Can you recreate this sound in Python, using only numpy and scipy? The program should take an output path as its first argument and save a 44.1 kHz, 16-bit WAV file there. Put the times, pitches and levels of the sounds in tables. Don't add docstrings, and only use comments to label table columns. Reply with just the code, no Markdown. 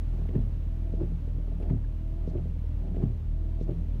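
import sys
import numpy as np
from scipy import signal
from scipy.fft import rfft, irfft
from scipy.io import wavfile
from scipy.ndimage import uniform_filter1d

SR = 44100
rng = np.random.default_rng(int(sys.argv[2]) if len(sys.argv) > 2 else 0)


def log_audio(samples):
    frames = np.atleast_2d(samples).T
    limited = np.clip(frames, -1, 1)
    pcm = np.round(limited * 32767).astype(np.int16)
    wavfile.write(sys.argv[1], SR, pcm)


N = 176400

# time_s, rate_hz
ENGINE_FIRING = [(0, 40.02), (1.1, 40.07), (1.3, 39.07), (1.8, 39.7), (3.3, 38.97), (3.55, 39.84),
                 (4, 39.43)]
# time_s, level_db
ENGINE_BOOM = [(0, -29.5), (.36, -30), (.45, -26.5), (.54, -31), (1.13, -30), (1.22, -35.5), (1.29, -29.5),
               (2.36, -32), (2.5, -35.5), (2.62, -32), (3.09, -30.5), (3.16, -37), (3.23, -41),
               (3.29, -27.5), (3.45, -30.5), (4, -30.5)]
ENGINE_OVERTONES = [-35.5, -45.5, -53.5, -58.5, -57, -60]
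# frequency_hz, level_db
RUMBLE_COLOUR = [(25, -11.5), (48, 8.5), (65, 0), (95, -1.5), (130, -1), (200, -10), (300, -16.5),
                 (450, -23), (640, -25), (780, -42), (1500, -53)]
# frequency_hz, level_db
RAIN_COLOUR = [(400, -15.5), (800, 5), (1500, -4.5), (2800, -7.5), (4000, -12), (4900, -16.5),
               (6300, -18), (7600, -22.5), (12000, -22), (16000, -25)]
# time_s, gain_db
RAIN_LEVEL = [(0, 3), (.6, 1.5), (1.2, 1), (2.5, 1), (3.3, 0), (4, 1.5)]
# frequency_hz, level_db
DROP_COLOUR = [(400, -8.5), (1200, 2), (2800, 2.5), (5000, -12.5), (12000, -18)]
# time_s, pitch_hz, gain_db
MOTOR_HUM = [(0, 295, -1.5), (.2, 305, -5), (.36, 290, -14.5), (0.548, 308, -9.5), (0.699, 327, 0.5),
             (0.879, 333, 2.5), (0.969, 324, 2), (1.031, 316, 8), (1.091, 295, -28.5), (1.242, 287, -2.5),
             (1.336, 295, -9)]
# frequency_hz, level_db
RUB_COLOUR = [(100, -18), (165, 18.5), (240, -1), (380, -5.5), (540, -20.5), (680, -14), (900, -23),
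              (2500, -38.5), (5000, -50), (12000, -59)]
# frequency_hz, level_db
CATCH_COLOUR = [(150, -5), (220, 1.5), (380, -3), (540, -17.5), (680, -13), (900, -28), (1800, -41)]
# start_s, level_db
KNOCKS = [(0.188, -36.5), (.234, -42), (.287, -32), (.934, -27.5), (1.115, -37.5), (1.273, -35),
          (1.38, -37.5), (1.608, -39), (1.625, -32), (2.272, -27), (2.452, -36), (2.637, -37.5),
          (2.964, -33), (3.608, -27.5), (3.791, -44), (3.952, -39)]
# pitch_hz, level_db, fade_s
KNOCK_TONES = [(163.5, -5, 0.28), (250, -3, 0.067), (315, -2.5, 0.022), (406, -5, 0.058), (489, -10, 0.078),
               (623, -17.5, 0.093)]
# peak_s, level_db, centre_hz, width_s
SQUELCHES = [(.290, -58, 2600, 0.0042), (.357, -58, 2000, 0.0046), (.928, -74, 5600, .006),
             (.957, -75, 6200, 0.0073), (1.032, -67, 3400, .004), (1.552, -68, 1500, 0.0047),
             (1.629, -59.5, 2700, 0.005), (1.701, -58.5, 2340, 0.0052), (1.845, -61, 1550, 0.0056),
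             (2.275, -71, 5900, .007), (2.297, -69.5, 5750, 0.0091), (2.376, -65, 3000, 0.0056),
             (2.965, -61.5, 2640, 0.0055), (3.035, -68.5, 3206, .007), (3.61, -67, 4220, .006),
             (3.63, -70, 6050, 0.012), (3.711, -62.5, 3100, 0.0044)]
# multiple_of_centre, level_db
SQUELCH_SHAPE = [(.25, -17), (.6, -1), (1, 1), (1.3, -8), (1.8, -17), (3, -29.5)]
# peak_s, level_db, centre_hz, width_s
SQUEAKS = [(1.612, -78, 9300, 0.013), (1.638, -79, 10900, .008)]
# multiple_of_centre, level_db
SQUEAK_SHAPE = [(.85, -35), (.97, -6), (1, 7), (1.03, -6), (1.15, -35)]
# start_s, level_db, pitch_ratio, rebound_after_s, rebound_db, slap_db
TOP_THUMPS = [(.350, -22.5, 0.98, .027, -13, -35.5), (1.699, -24, 1.005, .026, -5, -35.5),
              (3.026, -21.5, 1.01, .029, -15, -35.5)]
# start_s, level_db, pitch_ratio, rebound_after_s, rebound_db, slap_db
BOTTOM_THUMPS = [(1.006, -25.5, 1.005, .0235, -4.5, -38), (2.348, -27.5, 1.02, 0.026, -7.5, -41.5),
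                 (3.685, -25.5, 1.002, .0235, -5.5, -40)]
# pitch_hz, level_db, fade_s
TOP_TONES = [(111.46, -3.5, 0.63), (144.3, 6, .14), (180, -3.5, 0.13), (217.8, -5.5, 0.28),
             (262, -1, 0.142), (375, -1, 0.068), (431.6, -14, 0.12), (638.5, -21.5, 0.11), (810, -35, 0.07),
             (970, -51, 0.068)]
# pitch_hz, level_db, fade_s
BOTTOM_TONES = [(117.7, -2.5, 0.39), (165, -3, 0.13), (279, -8, 0.12), (339, 2.5, 0.07),
                (372.7, -8.5, 0.12), (438.8, -10.5, 0.19), (578.5, -8, 0.085), (878, -29.5, .07),
                (1153, -31.5, 0.096)]
# frequency_hz, level_db
SLAP_COLOUR = [(150, -1.5), (350, 8.5), (600, -8.5), (900, -15), (1500, -28), (2800, -40), (4500, -47),
               (9000, -55), (15000, -54.5)]

WIPE_S, TOP_TURN_S, BOTTOM_TURN_S = 1.336, 0.4, 1.1


def undb(db):
    return 10 ** (np.asarray(db) / 20)


def clock():
    return np.arange(N) / SR


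def curve(rows):
    times, values = np.array(rows).T
    return np.interp(clock(), times, values)


def colour(sound, points):
    hz, db = np.array(points).T
    freqs = np.maximum(np.arange(len(sound) // 2 + 1) * SR / len(sound), 1)
    gain = undb(np.interp(np.log(freqs), np.log(hz), db))
    edge_fade = np.minimum(freqs / hz[0], 1) ** 2 * np.minimum(hz[-1] / freqs, 1) ** 2
    shaped = irfft(rfft(sound) * gain * edge_fade, len(sound))
    return shaped / shaped.std()


def noise(points):
    return colour(rng.standard_normal(N), points)


def wobble(rate_hz):
    step = int(SR / rate_hz)
    stairs = np.repeat(rng.standard_normal(400), step)[:N]
    smooth = uniform_filter1d(uniform_filter1d(stairs, step), step)
    return smooth / smooth.std()


def swell(peak_s, width_s):
    return np.exp(-.5 * ((clock() - peak_s) / width_s) ** 2)


def ring(start_s, tones, attack_s):
    t = np.arange(SR // 3) / SR
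    ringing = 0
    for k, (hz, db, fade_s) in enumerate(tones):
        pitch_hz = hz * (1 + 0.0034 * rng.standard_normal())
        ringing += (-1) ** k * undb(db - 60 * t / fade_s) * np.sin(2 * np.pi * pitch_hz * t)
    onset = 1 - np.exp(-(t / attack_s) ** 2)
    return np.interp(clock() - start_s, t, ringing * onset, left=0, right=0)


def bursts(rows, shape):
    out, t = 0, np.arange(-SR // 20, SR // 20) / SR
    for peak_s, db, centre_hz, width_s in rows:
        band = [(centre_hz * multiple, band_db) for multiple, band_db in shape]
        hiss = colour(rng.standard_normal(len(t)), band)
        level = undb(db) * np.exp(-.5 * (t / width_s) ** 2)
        out += np.interp(clock(), peak_s + t, level * hiss, left=0, right=0)
    return out


def engine():
    phase = 2 * np.pi * np.cumsum(curve(ENGINE_FIRING)) / SR
    boom = undb(curve(ENGINE_BOOM) + 0.63 * wobble(42)) * np.sin(phase + 0.3 * wobble(4))
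    overtones = 0
    for multiple, db in enumerate(ENGINE_OVERTONES, start=2):
        level = undb(db + 1.64 * wobble(12))
        overtones -= level * np.cos(multiple * phase + 0.043 * (multiple - 1) * wobble(17))
    rumble = undb(-40 + 1.5 * wobble(10)) * noise(RUMBLE_COLOUR)
    return np.sqrt(2) * (boom + overtones) + rumble


def rain(drops_per_s=270):
    hits = rng.random(N) < drops_per_s / SR
    strength = undb(2 * np.minimum(rng.exponential(size=N), 2))
    drops = undb(-77) * colour(hits * strength, DROP_COLOUR)
    wash = undb(-66 + .5 * wobble(10)) * noise(RAIN_COLOUR)
    return undb(curve(RAIN_LEVEL)) * (wash + drops)


def wiper_motor():
    times, hz, db = np.array(MOTOR_HUM).T
    into_wipe_s = clock() % WIPE_S
    pitch_hz = np.interp(into_wipe_s, times, hz) * (1 + 0.00482 * wobble(29.81))
    phase = 2 * np.pi * np.cumsum(pitch_hz) / SR
    hum = undb(-55.5 + 2 * wobble(23)) * np.sin(phase)
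    octave = undb(-64 + 0.5 * wobble(15)) * np.sin(2 * phase)
    return np.sqrt(2) * undb(np.interp(into_wipe_s, times, db)) * (hum + octave)


def blade_swish(catches_per_s=70, lead_s=0.12):
    drag = sum(undb(db) * swell(turn_s + wipe * WIPE_S - lead_s, width_s=0.12)
               for wipe in range(4) for turn_s, db in [(TOP_TURN_S, -44), (BOTTOM_TURN_S, -49)])
    catches = (rng.random(N) < catches_per_s / SR) * rng.uniform(0.58, 1, N)
    t = np.arange(SR // 20) / SR
    scuff = rng.standard_normal(len(t)) * np.exp(-t / 0.0067)
    scuffs = signal.fftconvolve(catches, scuff)[:N]
    sliding = undb(0.6 * wobble(66)) * noise(RUB_COLOUR)
    return drag * (sliding + undb(-3) * colour(scuffs, CATCH_COLOUR))


def arm_shudder(delay_s=0.11):
    level = undb(-38) * sum(swell(thump[0] + delay_s, width_s=0.046) for thump in BOTTOM_THUMPS)
    pitch_hz = 164.7 * (1 + 0.0163 * wobble(30.18))
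    return np.sqrt(2) * level * np.sin(2 * np.pi * np.cumsum(pitch_hz) / SR)


def wiper_knocks():
    return sum(undb(db) * ring(start_s, KNOCK_TONES, attack_s=0.003) for start_s, db in KNOCKS)


def wet_rubber():
    return bursts(SQUELCHES, SQUELCH_SHAPE) + bursts(SQUEAKS, SQUEAK_SHAPE)


def arm_thumps(rows, tones, attack_s, slap_rise_s=0.013, slap_decay_s=0.024):
    thumps, slap_level = 0, 0
    for start_s, db, pitch_ratio, rebound_after_s, rebound_db, slap_db in rows:
        tuned = np.array(tones) * [pitch_ratio, 1, 1]
        blow = ring(start_s, tuned, attack_s)
        rebound = undb(rebound_db) * ring(start_s + rebound_after_s, tuned, attack_s)
        thumps += undb(db) * (blow + rebound)
        age_s = clock() - start_s - 0.0022
        slap_level += undb(slap_db) * np.exp(np.minimum(age_s / slap_rise_s, -age_s / slap_decay_s))
    return thumps + slap_level * noise(SLAP_COLOUR)


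def scene():
    top = arm_thumps(TOP_THUMPS, TOP_TONES, attack_s=0.0087)
    bottom = arm_thumps(BOTTOM_THUMPS, BOTTOM_TONES, attack_s=0.005)
    background = engine() + rain()
    wipers = wiper_motor() + blade_swish() + arm_shudder() + wiper_knocks() + wet_rubber()
    return (background + wipers + top + bottom)[None]


def record(dry, cutoff_hz=15750):
    return signal.sosfilt(signal.ellip(10, .1, 80, cutoff_hz, fs=SR, output="sos"), dry)


dry = scene()
out = record(dry)
log_audio(out)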